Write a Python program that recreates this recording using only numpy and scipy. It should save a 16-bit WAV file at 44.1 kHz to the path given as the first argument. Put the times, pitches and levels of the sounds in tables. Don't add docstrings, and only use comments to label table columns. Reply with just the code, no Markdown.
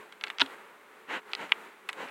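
import sys
import numpy as np
from scipy import signal
from scipy.fft import rfft, irfft
from scipy.io import wavfile

SR = 44100
rng = np.random.default_rng(int(sys.argv[2]) if len(sys.argv) > 2 else 0)


def transcribe(u):
    v = np.clip(np.atleast_2d(u).T, -1, 1)
    q = np.round(v * 32767).astype(np.int16)
    wavfile.write(sys.argv[1], SR, q)


N = 92610
T = np.arange(N) / SR

# (time [s], level [dB], core [Hz], core boost [dB], top edge [Hz],
# splinters [dB], bright tick [dB])
LID_CRACKS = [(0.3844, -25, 2580, 14, 5400, -5, -34), (0.3973, -15.5, 2700, 5, 5600, -17, -33),
              (.4030, -11, 2920, 5, 4600, -10.5, -33), (0.4083, -13.5, 3010, -4, 4600, -9.5, -27),
              (0.4087, -27, 3400, 3, 5000, -8, -33), (0.413, -18.5, 2920, 2, 4700, -3.5, -26.5),
              (0.4146, -9.5, 3300, 11, 4500, -9, -33), (0.4174, -5.5, 3550, 12, 4070, -25, -36),
              (0.4612, -33, 3380, 6, 4270, -17, -11), (.4640, -31.5, 3280, 3, 4400, -23, -24),
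              (.5068, -39, 3500, -1, 4370, -14, -18.5), (1.3178, -39, 3500, 3, 4960, -8, -27),
              (1.3339, -14, 2500, 2, 4400, -16.5, -29), (1.3509, -15.5, 4170, 5, 4660, -22.5, -23),
              (1.5186, -23.5, 2400, 4, 3600, -32, -25), (1.5210, -3, 2600, 6, 3370, -19, -32.5)]
# (frequency [Hz], level [dB], t60 [s])
BOARD_MODES = [(982, -34, 0.026), (1040, -38, .035), (1406, -40, 0.018), (1958, -20.5, 0.024),
               (2305, -34, 0.0237), (2560, -40, 0.016), (3324, -30, 0.012)]
# (frequency [Hz], level [dB], t60 [s])
BOX_MODES = [(102.5, -21.5, 0.087), (156, -23.5, 0.038), (271, -10.5, 0.15), (402, -11, 0.08),
             (462, -14.5, 0.025), (600, -35, 0.032), (850, -22, 0.077), (939, -1.5, 0.029),
             (1120, -7, 0.028), (1440, 1.5, 0.037), (1720, -5.5, .028), (2874, -1.5, 0.022),
             (3272, -1.5, 0.025), (3585, -18, .028), (4040, -3.5, 0.027)]
# (frequency [Hz], level [dB])
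SCRAPE_COLOUR = [(60, -9), (250, -14), (1000, 1), (3800, -6.5), (5500, -20), (8000, -16.5), (16000, -33)]
# (time [s], level [dB], core [Hz], top edge [Hz], clatter [dB],
# bright tick [dB], ring [dB])
SMOKER_HITS = [(.1238, -39.5, 3260, 4700, -5, -15, 9.5), (0.2117, -29, 2790, 4670, -13, -20, 2),
               (0.2382, -20.5, 2380, 4830, -4, -21.5, 6), (.2665, -37, 3300, 4130, -7, -18, 2),
               (0.271, -30, 2100, 4360, -6, -24, 0), (0.2816, -32.5, 2400, 4570, -8.5, -26, -2),
               (0.3014, -21, 2860, 4300, -9.5, -24, -6), (1.4943, -37, 1800, 4200, -13, -22, 1),
               (1.8895, -23.5, 2800, 3650, -9.5, -8.5, -3), (1.8921, -21, 980, 3680, -10, -33, -4.5),
               (1.8990, -36.5, 4300, 4900, -8, -13, 1), (1.93, -28.5, 2840, 4100, -14, -8, -3),
               (2.0860, -37.5, 2300, 4400, -7, -25.5, 0)]
# (frequency [Hz], level [dB], t60 [s])
SMOKER_MODES = [(853, -22, 0.047), (1070, -31, 0.026), (1360, -22, 0.048), (1603, -20.5, 0.044),
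                (2192, -15, 0.049), (2440, -23, .035), (2640, -28, 0.021), (3060, -28, 0.033),
                (3460, -24, 0.038), (4050, -23, 0.035), (5400, -24.5, 0.0201)]
# (start [s], length [s], level [dB], hiss boost [dB])
BELLOWS_STROKES = [(1.069, .142, -32.5, 4.0), (1.353, 0.14, -38, 1.0), (1.946, 0.15, -39, -2.5),
                   (2.05, 0.072, -46, 10)]
# (frequency [Hz], level [dB])
NOZZLE_COLOUR = [(40, -42), (110, -33), (160, -10), (280, -3.5), (430, -3.5), (530, 3), (660, -6.5),
                 (900, 2), (1200, -6.5), (1450, -1), (2000, -3), (2450, -8), (2850, -7), (3500, -17),
                 (4000, -17), (5100, -29.5), (7200, -27), (10000, -36), (16000, -44)]
# (wingbeat [Hz], level relative to the rush [dB])
BEE_VOICES = [(192, -18.5), (216, -13.5), (284, -16)]
# (harmonic [multiple of the wingbeat], level [dB])
WING_HARMONICS = [(1, -11), (2, 0.5), (3, -14), (4, -8), (5, -6), (6, -17)]
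# (time [s], level [dB])
AMBIENCE_RIDE = [(0, -48.5), (.09, -54.5), (.19, -56), (.28, -49), (.37, -53.5), (.44, -49.5), (.53, -45.5),
                 (.57, -50.5), (.76, -55), (.85, -56.5), (.97, -54), (1.06, -56), (1.24, -56),
                 (1.30, -48.5), (1.40, -50), (1.55, -48.5), (1.65, -47.5), (1.73, -54), (1.82, -56.5),
                 (1.94, -50), (2.1, -48)]
# (frequency [Hz], level [dB])
AIR_COLOUR = [(25, -30), (70, -24.5), (120, -23.5), (190, -7.5), (290, -5), (420, 3.5), (520, -2.5),
              (700, -4), (900, 1), (1400, 0.5), (2100, -2), (3000, -10.5), (4000, -16.5), (5300, -26.5),
              (8000, -22.5), (11000, -27), (16000, -31.5)]
# (delay [s], level [dB])
YARD_ECHOES = [(.0013, -34.5), (.003, -14.5), (.0066, -27)]

KNOCK_S, KNOCK_DB = .4175, -21.5
SCRAPE_DB, SCRAPE_T60_S = -38, .13
SCATTER_T60_S, TAIL_DB, TAIL_TOP_HZ = .011, -3.5, 2940
CORE_WIDTH_HZ, SNAP_LOW_HZ = 940, 868
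TICK_HZ, TICK_WIDTH_HZ, TICK_TOP_HZ = 8170, 1800, 13000
NOZZLE_HISS_HZ, NOZZLE_HISS_OCTAVES = 2320, .63
BEE_PITCH_SPREAD, BEE_SWELL_DB = .02034, 4
YARD_TAIL_DB, YARD_T60_S = -35, .24
HISS_DB, RUMBLE_DB = -71.5, -96


def hive_lid():
    out = np.zeros(N)
    for start, db, core_hz, core_db, top_hz, splinter_db, tick_db in LID_CRACKS:
        crack = contact(core_hz, core_db, top_hz, splinter_db, tick_db,
                        bass_db=-43, tail_t60=.029, ringing=ring(BOARD_MODES))
        add(out, start, from_db(db) * crack)
    knock = cut(cut(ring(BOX_MODES, size=12000), 140, "high"), 3900, "low", order=6)
    scrape = noise(SCRAPE_COLOUR) * decay(SCRAPE_T60_S, size=N)
    add(out, KNOCK_S, from_db(KNOCK_DB) * knock)
    add(out, KNOCK_S, from_db(SCRAPE_DB) * scrape)
    return out


def smoker_clinks():
    out = np.zeros(N)
    for start, db, core_hz, top_hz, clatter_db, tick_db, ring_db in SMOKER_HITS:
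        metal = from_db(ring_db) * ring(SMOKER_MODES)
        clink = contact(core_hz, core_db=1.5, top_hz=top_hz, scatter_db=clatter_db, tick_db=tick_db,
                        bass_db=-24, tail_t60=.035, ringing=metal)
        add(out, start, from_db(db) * clink)
    return out


def contact(core_hz, core_db, top_hz, scatter_db, tick_db, bass_db, tail_t60, ringing, size=6000):
    def snap_band(x):
        boosted = x + from_db(core_db) * resonance(x, core_hz, CORE_WIDTH_HZ)
        return cut(cut(boosted, SNAP_LOW_HZ, "high", order=5), top_hz, "low", order=6)

    pulse = signal.unit_impulse(size)
    scatter, tail = from_db(scatter_db) * .5 * rng.standard_normal((2, size))
    attack = pulse + scatter * decay(SCATTER_T60_S)
    tail = from_db(TAIL_DB) * tail * decay(tail_t60)
    snap = snap_band(attack + cut(tail, TAIL_TOP_HZ, "low", order=3))
    bass = cut(cut(attack + tail, 250, "high", order=3), 610, "low")
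    tick = cut(resonance(attack + tail, TICK_HZ, TICK_WIDTH_HZ), TICK_TOP_HZ, "low", order=1)
    body = cut(cut(ringing, 628, "high", order=4), top_hz, "low", order=6)
    snap_peak = np.abs(snap_band(pulse)).max()
    tick_peak = np.abs(resonance(pulse, TICK_HZ, TICK_WIDTH_HZ)).max()
    return (snap + from_db(bass_db) * bass) / snap_peak + from_db(tick_db) * tick / tick_peak + body


def ring(modes, size=6000):
    out = np.zeros(size)
    for k, (hz, db, t60) in enumerate(modes):
        strength = (-1) ** k * from_db(db + rng.normal())
        out += strength * np.cos(2 * np.pi * hz * T[:size]) * decay(t60, size)
    return out


def bellows():
    out = np.zeros(N)
    for start, length, db, hiss_db in BELLOWS_STROKES:
        squeeze = np.clip((T - start) / length, 0, 1)
        flow = np.abs(np.sin(np.pi * squeeze)) ** 1.6
        out += from_db(db) * flow * noise(NOZZLE_COLOUR, hiss_db)
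    return out


def bees():
    out = np.zeros(N)
    for hz, db in BEE_VOICES:
        wingbeat_hz = hz * (1 + BEE_PITCH_SPREAD * drift(rate_hz=7.6))
        phase = 2 * np.pi * np.cumsum(wingbeat_hz) / SR
        buzz = sum(from_db(harmonic_db) * np.sin(k * phase) for k, harmonic_db in WING_HARMONICS)
        out += from_db(db + BEE_SWELL_DB * drift(rate_hz=3.3)) * buzz
    return out


def ambience():
    ride_db = np.interp(T, *np.transpose(AMBIENCE_RIDE))
    return from_db(ride_db) * (noise(AIR_COLOUR) + bees())


def yard(x):
    response = np.zeros(N)
    for delay, db in YARD_ECHOES:
        add(response, delay, from_db(db) * cut(signal.unit_impulse(64), 3800, "low"))
    tail = cut(cut(rng.standard_normal(N), 2100, "low"), 400, "high") * decay(YARD_T60_S, size=N)
    response += from_db(YARD_TAIL_DB) * tail / np.linalg.norm(tail)
    return signal.fftconvolve(x, response)[:N]


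def noise_floor():
    hiss = rng.standard_normal(N)
    rumble = unit_rms(cut(rng.standard_normal(N), 140, "low"))
    return from_db(HISS_DB) * hiss + from_db(RUMBLE_DB) * rumble


def noise(colour, hiss_db=0):
    hz, db = np.transpose(colour)
    octave = np.log2(np.maximum(np.fft.rfftfreq(N, 1 / SR), 10))
    bell = np.exp(-.5 * ((octave - np.log2(NOZZLE_HISS_HZ)) / NOZZLE_HISS_OCTAVES) ** 2)
    eq_db = np.interp(octave, np.log2(hz), db) + hiss_db * bell
    return unit_rms(irfft(rfft(rng.standard_normal(N)) * from_db(eq_db), N))


def drift(rate_hz):
    return unit_rms(cut(rng.standard_normal(2 * N), rate_hz, "low")[N:])


def decay(t60, size=6000):
    return np.exp(-np.log(1000) * T[:size] / t60)


def resonance(x, hz, width_hz):
    return signal.lfilter(*signal.iirpeak(hz, hz / width_hz, fs=SR), x)


def cut(x, hz, kind, order=2):
    return signal.sosfilt(signal.butter(order, hz, kind, fs=SR, output="sos"), x + 1e-18)


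def add(out, start, x):
    i = int(start * SR)
    out[i:i + len(x)] += x[:max(N - i, 0)]


def from_db(db):
    return 10 ** (np.asarray(db) / 20)


def unit_rms(x):
    return x / np.sqrt(np.mean(x ** 2) + 1e-20)


def scene():
    hits = smoker_clinks() + hive_lid()
    background = ambience() + noise_floor()
    return (hits + yard(hits) + bellows() + background)[None]


def record(dry):
    thin = cut(dry, 44.8, "high")
    top_cut = signal.ellip(10, .1, 70, 16100, fs=SR, output="sos")
    return signal.sosfilt(top_cut, thin)


dry = scene()
out = record(dry)
transcribe(out)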